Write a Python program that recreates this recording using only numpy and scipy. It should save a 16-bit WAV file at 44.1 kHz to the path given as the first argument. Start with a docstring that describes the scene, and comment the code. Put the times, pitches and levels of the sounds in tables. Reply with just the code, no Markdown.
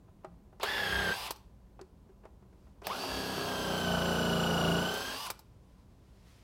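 """Workshop bench: a cordless impact wrench spins a hollow punch through a rubber belt twice, without hammering.
The motor whines and blows air, its planetary gears sing and rattle, and the punch rubs over the same rubber
every turn: tones and rough tracks locked to the turning shafts, which slow under load.
Decaying noise and damped modes make the steel drive's clacks and the light taps before, between and in the cuts.
The belt thumps, braking squeaks, gloves and sleeves swish, and ventilation rumbles and hums throughout."""
import sys
import numpy as np
from scipy import signal
from scipy.fft import rfft, irfft
from scipy.io import wavfile
from scipy.ndimage import uniform_filter1d, map_coordinates

SR = 44100
rng = np.random.default_rng(int(sys.argv[2]) if len(sys.argv) > 2 else 0)


def master(y):
    """Save y as 16-bit WAV."""
    cut = np.clip(np.atleast_2d(y).T, -1, 1)
    pcm = np.round(cut * 32767)  # scale
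    wavfile.write(sys.argv[1], SR, pcm.astype(np.int16))


N = 283765
T = np.arange(N) / SR


def undb(db):
    """Decibels to gain."""
    return 10 ** (np.asarray(db) / 20)


def unit(x):
    """Scale to rms 1."""
    return x / np.sqrt(np.mean(x ** 2))


def colour(x, points):
    """Filter by a (f/Hz, level/dB) spectrum, with the bass cut below its first point; rms 1."""
    hz, db = np.transpose(points)
    f = np.maximum(np.arange(N // 2 + 1) * SR / N, 1)
    bass_cut = np.minimum(f / hz[0], 1) ** 2
    gain = undb(np.interp(np.log(f), np.log(hz), db))
    return unit(irfft(rfft(x) * bass_cut * gain, N))


def noise(points):
    """Random noise with a given spectrum."""
    return colour(rng.standard_normal(N), points)


def walk(rate):
    """Smooth random wander, about rate changes a second; spread 1."""
    k = max(int(SR / rate), 1)
    steps = np.repeat(rng.standard_normal(N // k + 1), k)
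    return unit(uniform_filter1d(uniform_filter1d(steps, k), k)[:N])


def fade(start, t60):
    """Exponential decay from a given moment."""
    return (T >= start) * np.exp(-np.log(1000) * np.maximum(T - start, 0) / t60)


def bump(peak, half_length):
    """A smooth swell and fall around one moment."""
    return np.exp(-((T - peak) / half_length) ** 2)


def beat(turns, place, width):
    """A smooth bump once a turn; place and width are in turns."""
    return np.exp(-(((turns - place + .5) % 1 - .5) / width) ** 2)


def track(turns, memory, bumps_db, size=2048, count=24):
    """A rough circular track read once a turn: it wears slowly and has a few high spots."""
    memory = np.clip(memory, 0, .98)
    spots = undb(bumps_db * signal.resample(rng.standard_normal(count), size))
    grain = rng.standard_normal((int(turns[-1]) + 2, size))
    # each turn remembers part of the one before
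    surface = signal.lfilter([1], [1, -memory], grain, axis=0)
    return map_coordinates((surface * spots).ravel(), [turns * size], order=3)


def per_hole(first, second):
    """One value up to the second pull of the trigger and another from then on."""
    return np.where(T < HOLES[1][0], first, second)


def by_hole(first_db, second_db):
    """A gain for each hole, from decibels."""
    return per_hole(undb(first_db), undb(second_db))


# spectrum of the ventilation rumble (f/Hz, relative level/dB)
RUMBLE_SPECTRUM = [(20, -17), (50, -1), (113, -7), (142, -11), (198, -7), (230, -15), (400, -19),
                   (740, -26), (1030, -27.5), (1300, -34), (1900, -40), (4300, -44.5), (16000, -51.5)]
# steady hum in the shop (f/Hz, rms level/dB before it wavers)
HUM_TONES = [(57, -67.5), (118, -72), (199, -76.5), (1006, -84.5)]
RUMBLE_DB = -58


def shop():
    """Ventilation as low shaped noise, with a hum of sines wavering in level and phase."""
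    hum = sum(undb(db + 2.3 * walk(45)) * np.sin(2 * np.pi * hz * T + 0.26 * walk(6.2))
              for hz, db in HUM_TONES)
    return undb(RUMBLE_DB) * noise(RUMBLE_SPECTRUM) + np.sqrt(2) * hum


def ringing(start, modes):
    """Damped modes set off at one moment, each slightly retuned at random."""
    t = T[:SR // 4]
    ring = 0
    for hz, t60, db in modes:
        detuned = hz * (1 + 0.013 * rng.standard_normal())
        ring = ring + undb(db) * np.exp(-np.log(1000) * t / t60) * np.sin(2 * np.pi * detuned * t)
    return np.pad(ring, (int(start * SR), N))[:N]


# spectrum of a dull knock (f/Hz, relative level/dB)
KNOCK_SPECTRUM = [(100, -36), (300, -4.5), (390, 4), (500, -0.5), (700, 1), (1300, -3), (2200, -13),
                  (4000, -28), (9000, -47.5), (16000, -50)]
# modes of the steel template on the belt (f/Hz, t60 t/s, relative level/dB)
TEMPLATE_MODES = [(637, 0.062, 0.5), (796, 0.16, -9.5), (888, .06, -6.5), (1250, 0.045, -10)]
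# modes of the bench under the belt (f/Hz, t60 t/s, relative level/dB)
BENCH_MODES = [(370, 0.12, -18), (378.6, 0.13, 4), (474, .05, -13)]
# trigger, punch taps and catches
# (t/s, knock level/dB, tick level/dB, contact t/s, template ring level/dB, bench ring level/dB)
TAP_EVENTS = [(.078, -56, -88, .012, -53, -66), (.234, -52, -80, .008, -58, -58),
              (.2455, -43, -56, .0015, -37, -47), (.526, -57, -90, .004, -55, -62),
              (.598, -41, -53, .001, -52, -56), (1.792, -47, -72, .001, -54, -52),
              (1.812, -53, -47.5, .002, -63, -45), (2.088, -56, -75, .012, -62, -52),
              (2.235, -54, -82, .004, -53, -62), (2.252, -49, -61, .003, -45, -54),
              (2.423, -61, -73, .004, -66, -60), (2.527, -61, -80, .001, -64, -64),
              (2.668, -60, -86, .002, -58, -68), (2.817, -45, -54, .005, -50, -60),
              (2.873, -47, -70, .002, -34, -54), (3.036, -35, -54, .001, -37, -46),
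              (3.378, -36, -54, .002, -44, -44)]
KNOCK_T60_S, TICK_T60_S = .065, .024


def handling():
    """Each contact presses in gradually: a dull noise knock, a short bright tick, ringing template and bench."""
    knock = noise(KNOCK_SPECTRUM)
    tick = noise([(1500, -16), (4500, 17.5), (8000, 12.0), (16000, -7.5)])
    taps = 0
    for s, knock_db, tick_db, contact, template_db, bench_db in TAP_EVENTS:
        press = np.clip((T - s) / contact, 0, 1)
        dull = undb(knock_db) * fade(s, KNOCK_T60_S) * knock
        bright = undb(tick_db) * fade(s, TICK_T60_S) * tick
        body = undb(template_db) * ringing(s, TEMPLATE_MODES) + undb(bench_db) * ringing(s, BENCH_MODES)
        taps = taps + press * (dull + bright + body)
    return taps


# the punch catches in the rubber and thumps the belt (peak t/s, half length t/s, f/Hz, level/dB)
BELT_THUMPS = [(0.31, 0.05, 170, -55), (0.968, 0.059, 62, -38), (1.097, 0.028, 180, -38.5),
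               (3.16, .07, 64, -43.5), (3.395, 0.018, 150.4, -42)]


def thumps():
    """Short low swells of the belt flexing under the punch."""
    return sum(undb(db) * bump(s, length) * np.sin(2 * np.pi * hz * T + .5 * walk(40))
               for s, length, hz, db in BELT_THUMPS)


# grain of the motor tones
FLUTTER_DB, JITTER_RAD = 1.2, .1


def tone_at(turns, multiple):
    """A slightly grainy tone locked to the motor shaft."""
    return undb(FLUTTER_DB * walk(240)) * np.sin(2 * np.pi * multiple * turns + JITTER_RAD * walk(300))


# whine under load (multiple of motor speed, rms level/dB in the first hole, rms level/dB in the second)
CUTTING_WHINE = [(1, -62, -49.5), (3, -48, -54), (4, -60, -56), (10, -50, -54), (17, -62, -56),
                 (18, -55, -59), (19, -58, -59), (20, -55, -68), (25, -66, -70), (30, -68, -67),
                 (31, -70, -66), (40, -60, -68), (50, -61, -67), (60, -67, -67)]
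# whine of the free-running motor (multiple of motor speed, rms level/dB)
FREE_RUNNING_WHINE = [(3, -52), (4, -54), (10, -52), (17, -52), (18, -58), (20, -60), (29, -64), (30, -62),
                      (39, -67), (40, -67), (50, -67)]
# spectrum of the fan air (f/Hz, relative level/dB)
AIR_SPECTRUM = [(300, -13.5), (900, 15), (2000, 1), (5000, 11.5), (5800, 11.5), (7000, 6), (8300, 5),
                (9300, 3.5), (10200, 6), (11800, 7.5), (12700, 0.5), (14500, 4.5), (16000, -4)]
# at full load the tones below this multiple fade by this much; the higher ones keep their level
BOG_ORDER, BOG_DB = 25, -15
# the whistle sings above this motor speed and fades over this range around it
WHISTLE_ORDER, WHISTLE_ABOVE_HZ, WHISTLE_FADE_HZ = 17, 262, 4
WHISTLE_FIRST_DB, WHISTLE_SECOND_DB = -62, -52.5  # rms


def motor(turns, hz, load, cutting, air):
    """Unbalance, magnet and fan-blade tones over rushing air; bogging down fades the low ones."""
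    bog = undb(BOG_DB * load)
    whine = sum((bog if k < BOG_ORDER else 1) * by_hole(a, b) * undb(walk(25.07)) * tone_at(turns, k)
                for k, a, b in CUTTING_WHINE)
    free = sum(undb(db + 2 * walk(19)) * tone_at(turns, k) for k, db in FREE_RUNNING_WHINE)
    # tones fade steeply below the speed expected at this load
    pace = np.minimum(hz / np.interp(load, [0, 1], [268, 235]), 1) ** 7
    fast = (1 + np.tanh((hz - WHISTLE_ABOVE_HZ) / WHISTLE_FADE_HZ)) / 2
    whistle_level = fast * by_hole(WHISTLE_FIRST_DB, WHISTLE_SECOND_DB) * undb(walk(14))
    whistle = whistle_level * tone_at(turns, WHISTLE_ORDER)
    tones = cutting * (whine + whistle) + (1 - cutting) * free
    return np.sqrt(2) * pace * tones + undb(-1 * load) * air * noise(AIR_SPECTRUM)


def swell(turns, place, width, rest):
    """The leaning punch loads the gears once a turn, above a resting level; rms 1 over each turn."""
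    power = rest ** 2 + 2 * rest * width * np.sqrt(np.pi) + width * np.sqrt(np.pi / 2)
    return (rest + beat(turns, place, width)) / np.sqrt(power)


# overtones of the tooth contact (multiple of mesh rate, relative level/dB)
TOOTH_OVERTONES = [(4, 2), (5, 0), (6, -5), (7, -6), (8, -7), (9, -11.5), (10, -12), (11, -12)]
# spectrum of the gear rattle (f/Hz, relative level/dB)
GEARBOX_SPECTRUM = [(700, 0), (1100, 5), (1650, -13.5), (2050, -7), (2450, -3), (2800, 2.5), (3300, 1),
                    (3800, -2.5), (4400, -1), (5100, -2.5), (6000, -12.5), (7200, -31.5), (10000, -63.5)]
# rough overtones of the mesh while the speed changes (multiple of mesh rate, level/dB at full surge)
WHOOP_OVERTONES = [(1, -31.5), (2, -45), (3, -48)]
SUN_TEETH, RING_TEETH = 7, 51
# once a turn the mesh tone swells, then its octave (place and width in turns)
MESH_PLACE, MESH_WIDTH, OCTAVE_PLACE, OCTAVE_WIDTH = .84, .27, .03, .17
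# ragged skirt relative to the mesh tone; scraping of loaded teeth relative to the gear rattle
SKIRT_DB, SCRAPE_DB = -3.5, -10


def gears(turns, load, surge, tone, edge, rattle):
    """Planets roll over the ring teeth: a mesh tone and octave that pulse in turn, rough overtones, a rattle."""
    slop = unit(uniform_filter1d(track(turns, memory=0.78, bumps_db=-33.0), size=160))
    teeth = 2 * np.pi * RING_TEETH * turns
    # load takes up the slack and steadies the tones
    loose = 1 - .65 * load
    mesh = teeth + loose * (.25 * slop + .2 * walk(300))
    sway = .75 * np.sin(2 * np.pi * (turns - .93)) + .35 * loose * walk(220)
    pulse = swell(turns, MESH_PLACE, MESH_WIDTH, .13 + 2.2 * (1 - load) ** 1.5)
    core = np.sin(mesh + sway) * undb(2.4 * loose * walk(150))
    skirt = undb(SKIRT_DB) * loose * walk(1100) * np.sin(teeth)
    sing = pulse * (core + skirt)
    octave_pulse = swell(turns, OCTAVE_PLACE, OCTAVE_WIDTH, .2 + 3 * (1 - load) ** 1.5)
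    octave = .9 * np.sin(2 * mesh + (.3 + .5 * loose) * walk(500))
    octave = octave * octave_pulse * undb(3.5 * loose * walk(400))
    # under load the teeth scrape: each overtone smears into a narrow band
    scrape = sum(undb(db) * (1.05 + .75 * walk(350)) * np.sin(k * teeth + .5 * walk(120))
                 for k, db in TOOTH_OVERTONES)
    scrape = scrape * np.sqrt(load) * rattle
    clatter = colour(track(turns, memory=0.29, bumps_db=2.0), GEARBOX_SPECTRUM)
    # spinning up or braking, the slack teeth sweep roughly through the housing resonance
    whoop = surge * sum(undb(db) * (.8 + .45 * walk(420)) * np.sin(k * mesh + .5 * walk(500))
                        for k, db in WHOOP_OVERTONES)
    return tone * sing + edge * octave + undb(SCRAPE_DB) * scrape + rattle * clatter + whoop


# colour of motor and gears at the first hole (f/Hz, level/dB)
FIRST_HOLE_COLOUR = [(850, 1), (1000, -3), (1600, -0.5), (2250, 2), (3100, -2.5), (3650, 1.5), (4200, -1),
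                     (5100, -2), (5900, -5.5), (6500, -2), (7200, -1.5)]


def facing(x):
    """At the first hole the tool is turned the other way, which colours its motor and gears."""
    hz, db = np.transpose(FIRST_HOLE_COLOUR)
    gain = undb(np.interp(np.arange(N // 2 + 1) * SR / N, hz, db))
    return per_hole(irfft(rfft(x) * gain, N), x)


# spectrum of the rubbing (f/Hz, relative level/dB)
RUBBER_SPECTRUM = [(70, -22), (200, -0.5), (300, -9), (390, 4.5), (480, -0.5), (630, 1), (850, -2.5),
                   (1100, -8), (1350, -5.5), (1700, -13), (2100, -89.5), (5000, -51.5)]
# shudder (multiple of punch speed, relative level/dB in the first hole, relative level/dB in the second)
SHUDDER_ORDERS = [(2, -6, -10), (3, -7, -8), (4, -10, -8), (5, -13, -4), (8, -29, -3), (9, -15, -10),
                  (10, -20, -9), (11, -12, -10), (13, -29, -6), (22, -12, -5.5)]
# spectrum of the lurch (f/Hz, relative level/dB)
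LURCH_SPECTRUM = [(115, 0), (250, -1), (600, -15)]
# once a turn the punch snags, then lurches on (place and width in turns)
SNAG_PLACE, SNAG_WIDTH, LURCH_PLACE, LURCH_WIDTH = .44, .07, .75, .05
SNAG_GAIN, LURCH_DB = .5, -7  # lurch relative to the shudder


def punch(turns, shudder, drone, rub):
    """The punch rubs one rough track, snags, lurches on and shakes the belt; six judders a turn make a drone."""
    snag = unit(1 + SNAG_GAIN * beat(turns, SNAG_PLACE, SNAG_WIDTH))
    rubbing = snag * colour(track(turns, memory=.7, bumps_db=3, count=40), RUBBER_SPECTRUM)
    shake = sum(by_hole(a, b) * undb(2 * walk(13)) * np.sin(2 * np.pi * (k * turns + rng.random()))
                for k, a, b in SHUDDER_ORDERS)
    lurch = undb(LURCH_DB) * colour(-beat(turns, LURCH_PLACE, LURCH_WIDTH), LURCH_SPECTRUM)
    judder = undb(2.4 * walk(14)) * np.sin(2 * np.pi * 6 * turns + .3 * walk(9))
    return rub * rubbing + shudder * (shake + lurch) + drone * judder


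# spectrum of the unloaded gears' growl (f/Hz, relative level/dB)
BACKLASH_SPECTRUM = [(450, -48), (750, 14), (860, 2.5), (1000, 20.5), (1170, -2.5), (1400, -3.5),
                     (2200, -38.5), (2900, -34.5), (3500, -39), (8000, -8)]
GROWL_DB = -48.5  # at full spin, punch through


def growl(turns, spin, free):
    """With nothing to cut, teeth bounce in their backlash: a rough track read once a motor turn."""
    bounce = track(turns, memory=.5, bumps_db=2.5, size=128, count=6)
    return undb(GROWL_DB) * spin ** .5 * free * colour(bounce, BACKLASH_SPECTRUM)


# running speed, one list per hole: it sags as the punch sinks in and recovers as it breaks through
# (t/s, motor turn rate f/Hz)
RUNNING_SPEED = [
    [(.74, 282), (.8, 276.4), (.87, 266), (1.05, 258.4), (1.12, 252), (1.18, 281.6), (1.22, 293)],
    [(3.03, 280), (3.1, 270), (3.42, 266), (3.5, 260), (3.8, 249.4), (3.92, 243), (4.2, 240), (4.72, 233.5),
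     (5.0, 255), (5.13, 262), (5.22, 292)],
]
# one row per hole (trigger t/s, spin-up t/s, easing before break-through t/s, punch through t/s, release t/s,
# then level/dB before drag and spin scale them: gear tone, tooth edge, gear rattle, shudder, drone)
HOLES = [(.595, .042, .02, 1.135, 1.26, -29.2, -37.5, -43, -37, -33),
         (2.815, .097, .38, 5.17, 5.255, -36.6, -36.7, -46, -37, -30.3)]
SPIN_UP_SHAPE, BRAKE_S, BREAK_THROUGH_S = 1.7, .06, 0.016  # the shape is an exponent


def runs():
    """The trigger spins the motor up, the punch cuts until the rubber gives way, the release brakes.

    Returns share of running speed, running speed (Hz), cutting (1, then 0 once through), giving way (0 to 1)
    and the hole's gains."""
    controls = 0
    for (trigger, spin_up, easing, through, release, *levels_db), speed in zip(HOLES, RUNNING_SPEED):
        rise = 1 - np.exp(-(np.maximum(T - trigger, 0) / spin_up) ** SPIN_UP_SHAPE)
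        spin = rise * np.clip(1 - (T - release) / BRAKE_S, 0, 1)
        cutting = (1 - np.tanh((T - through) / BREAK_THROUGH_S)) / 2
        giving = np.clip(1 - (through - T) / easing, 0, 1)
        running_hz = np.interp(T, *np.transpose(speed))
        states = np.broadcast_arrays(spin, running_hz, cutting, giving, *undb(levels_db))
        controls = controls + (spin > 0) * np.array(states)
    return controls


# drag runs from 0 at the free speed to 1 when the speed is down by the full sag; teeth bear hard above the bite
FREE_HZ, SAG_HZ, BITE_DRAG = 294, 60, 0.3
# powers of the drag (tone and edge: first hole, second hole), and of the spin for loudness
TONE_POWER, EDGE_POWER = (.5, 1.45), (.25, 1.8)
SHUDDER_POWER, DRONE_POWER, SPIN_POWER = 1.7, 2.7, 0.88
# housing resonance as a motor speed; a faster sweep than this leaves it little time to ring
HOUSING_HZ, HOUSING_WIDTH_HZ, HOUSING_SWEEP_HZ_PER_S = 170, 24, 3500
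# rubbing without drag in each hole, its rise to full drag, and fan air
RUB_FIRST_DB, RUB_SECOND_DB, RUB_RISE_DB, AIR_DB = -50, -48, 12, -48.5
# change in shaking and rubbing as the rubber gives way
EASE_DB, RUB_EASE_DB = -20, -7
# once through: levels of tone and edge, changes in rubbing and rattle
FREE_TONE_DB, FREE_EDGE_DB, FREE_RUB_DB, FREE_RATTLE_DB = -58, -55, -6, -2


def wrench():
    """Motor speed drives gears and, reduced, the punch; rubber drag slows the motor and makes both louder."""
    spin, running_hz, cutting, giving, tone, edge, rattle, shudder, drone = runs()
    hz = spin * running_hz
    motor_turns = np.cumsum(hz) / SR
    punch_turns = motor_turns * SUN_TEETH / (SUN_TEETH + RING_TEETH)
    drag = np.clip((FREE_HZ - running_hz) / SAG_HZ, 0, 1) * (spin > 0)
    load = np.clip((drag - BITE_DRAG) / (1 - BITE_DRAG), 0, 1)
    loud, free = spin ** SPIN_POWER, 1 - cutting

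    surge = np.clip(4 * (1 - spin), 0, 1) * np.clip((hz - 120) / 40, 0, 1)
    surge = surge / np.hypot(1, (hz - HOUSING_HZ) / HOUSING_WIDTH_HZ)
    surge = surge / np.hypot(1, (np.gradient(hz) * SR / HOUSING_SWEEP_HZ_PER_S) ** 2)

    tone = spin ** 2 * (cutting * tone * drag ** per_hole(*TONE_POWER) + free * undb(FREE_TONE_DB))
    edge = spin ** 2 * (cutting * edge * drag ** per_hole(*EDGE_POWER) + free * undb(FREE_EDGE_DB))
    rattle = loud * rattle * undb(FREE_RATTLE_DB * free)
    contact = loud * undb(EASE_DB * giving)
    shudder = contact * cutting * shudder * drag ** SHUDDER_POWER
    drone = contact * cutting * drone * drag ** DRONE_POWER
    rub_change_db = RUB_RISE_DB * drag + RUB_EASE_DB * giving + FREE_RUB_DB * free
    rub = loud * by_hole(RUB_FIRST_DB, RUB_SECOND_DB) * undb(rub_change_db)

    drive = motor(motor_turns, hz, load, cutting, loud * undb(AIR_DB))
    drive = drive + gears(punch_turns, load, surge, tone, edge, rattle)
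    return facing(drive) + growl(motor_turns, spin, free) + punch(punch_turns, shudder, drone, rub)


# spectrum of the crack (f/Hz, relative level/dB)
CRACK_SPECTRUM = [(120, -67), (380, 8), (550, 1.5), (750, 4.5), (1200, -1.5), (1900, -4.5), (2600, -6),
                  (3500, -3), (5000, -17), (7000, -18), (11000, -21.5), (16000, -19)]
# resonances of the steel drive (f/Hz, width f/Hz, relative level/dB)
STEEL_MODES = [(940, 130, 3), (1208, 170, -1), (2400, 300, -8.5), (4000, 970, -8.5), (5000, 1400, -8.5),
               (8300, 3000, -11), (11170, 700, -7), (11800, 230, -19), (14400, 190, 0)]
# clacks of the drive (t/s, blow level/dB, ring level/dB, blow t60 t/s)
DRIVE_CLACKS = [(0.631, -23.5, -55, 0.074), (1.307, -34.5, -31, 0.042), (1.36, -58, -53, 0.042),
                (2.869, -24, -36, 0.017), (4.94, -65, -39, .02), (4.973, -63, -41, .02),
                (5.006, -65, -44, .02), (5.302, -35.5, -31, 0.05), (5.392, -75, -50.5, .05)]


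def clacks():
    """Hammer meets anvil, mostly at starts and stops: a noise crack, and loose steel chatters in its resonances."""
    crack, chatter = noise(CRACK_SPECTRUM), rng.standard_normal(N)
    ring = unit(sum(undb(db) * signal.lfilter(*signal.iirpeak(hz, hz / width, SR), chatter)
                    for hz, width, db in STEEL_MODES))
    return sum(undb(blow_db) * fade(s, t60) * crack + undb(ring_db) * fade(s, t60=0.052) * ring
               for s, blow_db, ring_db, t60 in DRIVE_CLACKS)


# the brake bites with a short squeak (peak t/s, level/dB)
BRAKE_SQUEAKS = [(1.27, -45), (5.268, -43.5)]
# spectrum of the squeak (f/Hz, relative level/dB)
SQUEAK_SPECTRUM = [(1800, -8), (2300, 1), (3000, 3), (9800, -8), (11100, 3), (12500, -18), (13800, -1),
                   (15000, -18)]
SQUEAK_S = 0.01  # half length


def squeaks():
    """A thin burst of bright noise just after the trigger is let go."""
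    return noise(SQUEAK_SPECTRUM) * sum(undb(db) * bump(s, SQUEAK_S) for s, db in BRAKE_SQUEAKS)


# gloves and sleeves as the grip is set and the tool is lifted away (peak t/s, half length t/s, level/dB)
CLOTH_SWISHES = [(2.64, 0.13, -78.5), (5.76, 0.41, -77.5), (6.332, 0.2, -68)]
# spectrum of the cloth (f/Hz, relative level/dB)
CLOTH_SPECTRUM = [(500, -4.5), (1500, -3), (3000, -5), (5000, -6), (7000, -12), (10000, -14), (16000, -23)]


def swish():
    """Gloves and sleeves rub: soft swells of flickering noise."""
    swells = sum(undb(db) * bump(s, length) for s, length, db in CLOTH_SWISHES)
    return swells * undb(walk(30)) * noise(CLOTH_SPECTRUM)


ROOM_T60_S, ROOM_DB = 0.39, -19.5


def room(x):
    """A short diffuse tail from the workshop walls, duller than the direct sound."""
    t = T[:SR // 2]
    tail = rng.standard_normal(len(t)) * np.exp(-np.log(1000) * t / ROOM_T60_S) * (t > .006)
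    tail = signal.sosfilt(signal.butter(1, 6000, fs=SR, output="sos"), tail)
    return x + undb(ROOM_DB) * signal.fftconvolve(x, tail / np.linalg.norm(tail))[:N]


def scene():
    """Tool and handling ring in the room over the shop's own rumble, one channel."""
    tool = wrench() + clacks() + squeaks() + thumps()
    return (room(tool + handling() + swish()) + shop())[None]


TOP_HZ = 15900


def record(dry):
    """A steep low-pass cuts the top."""
    return signal.sosfilt(signal.ellip(10, .2, 70, TOP_HZ, fs=SR, output="sos"), dry)


dry = scene()
out = record(dry)
master(out)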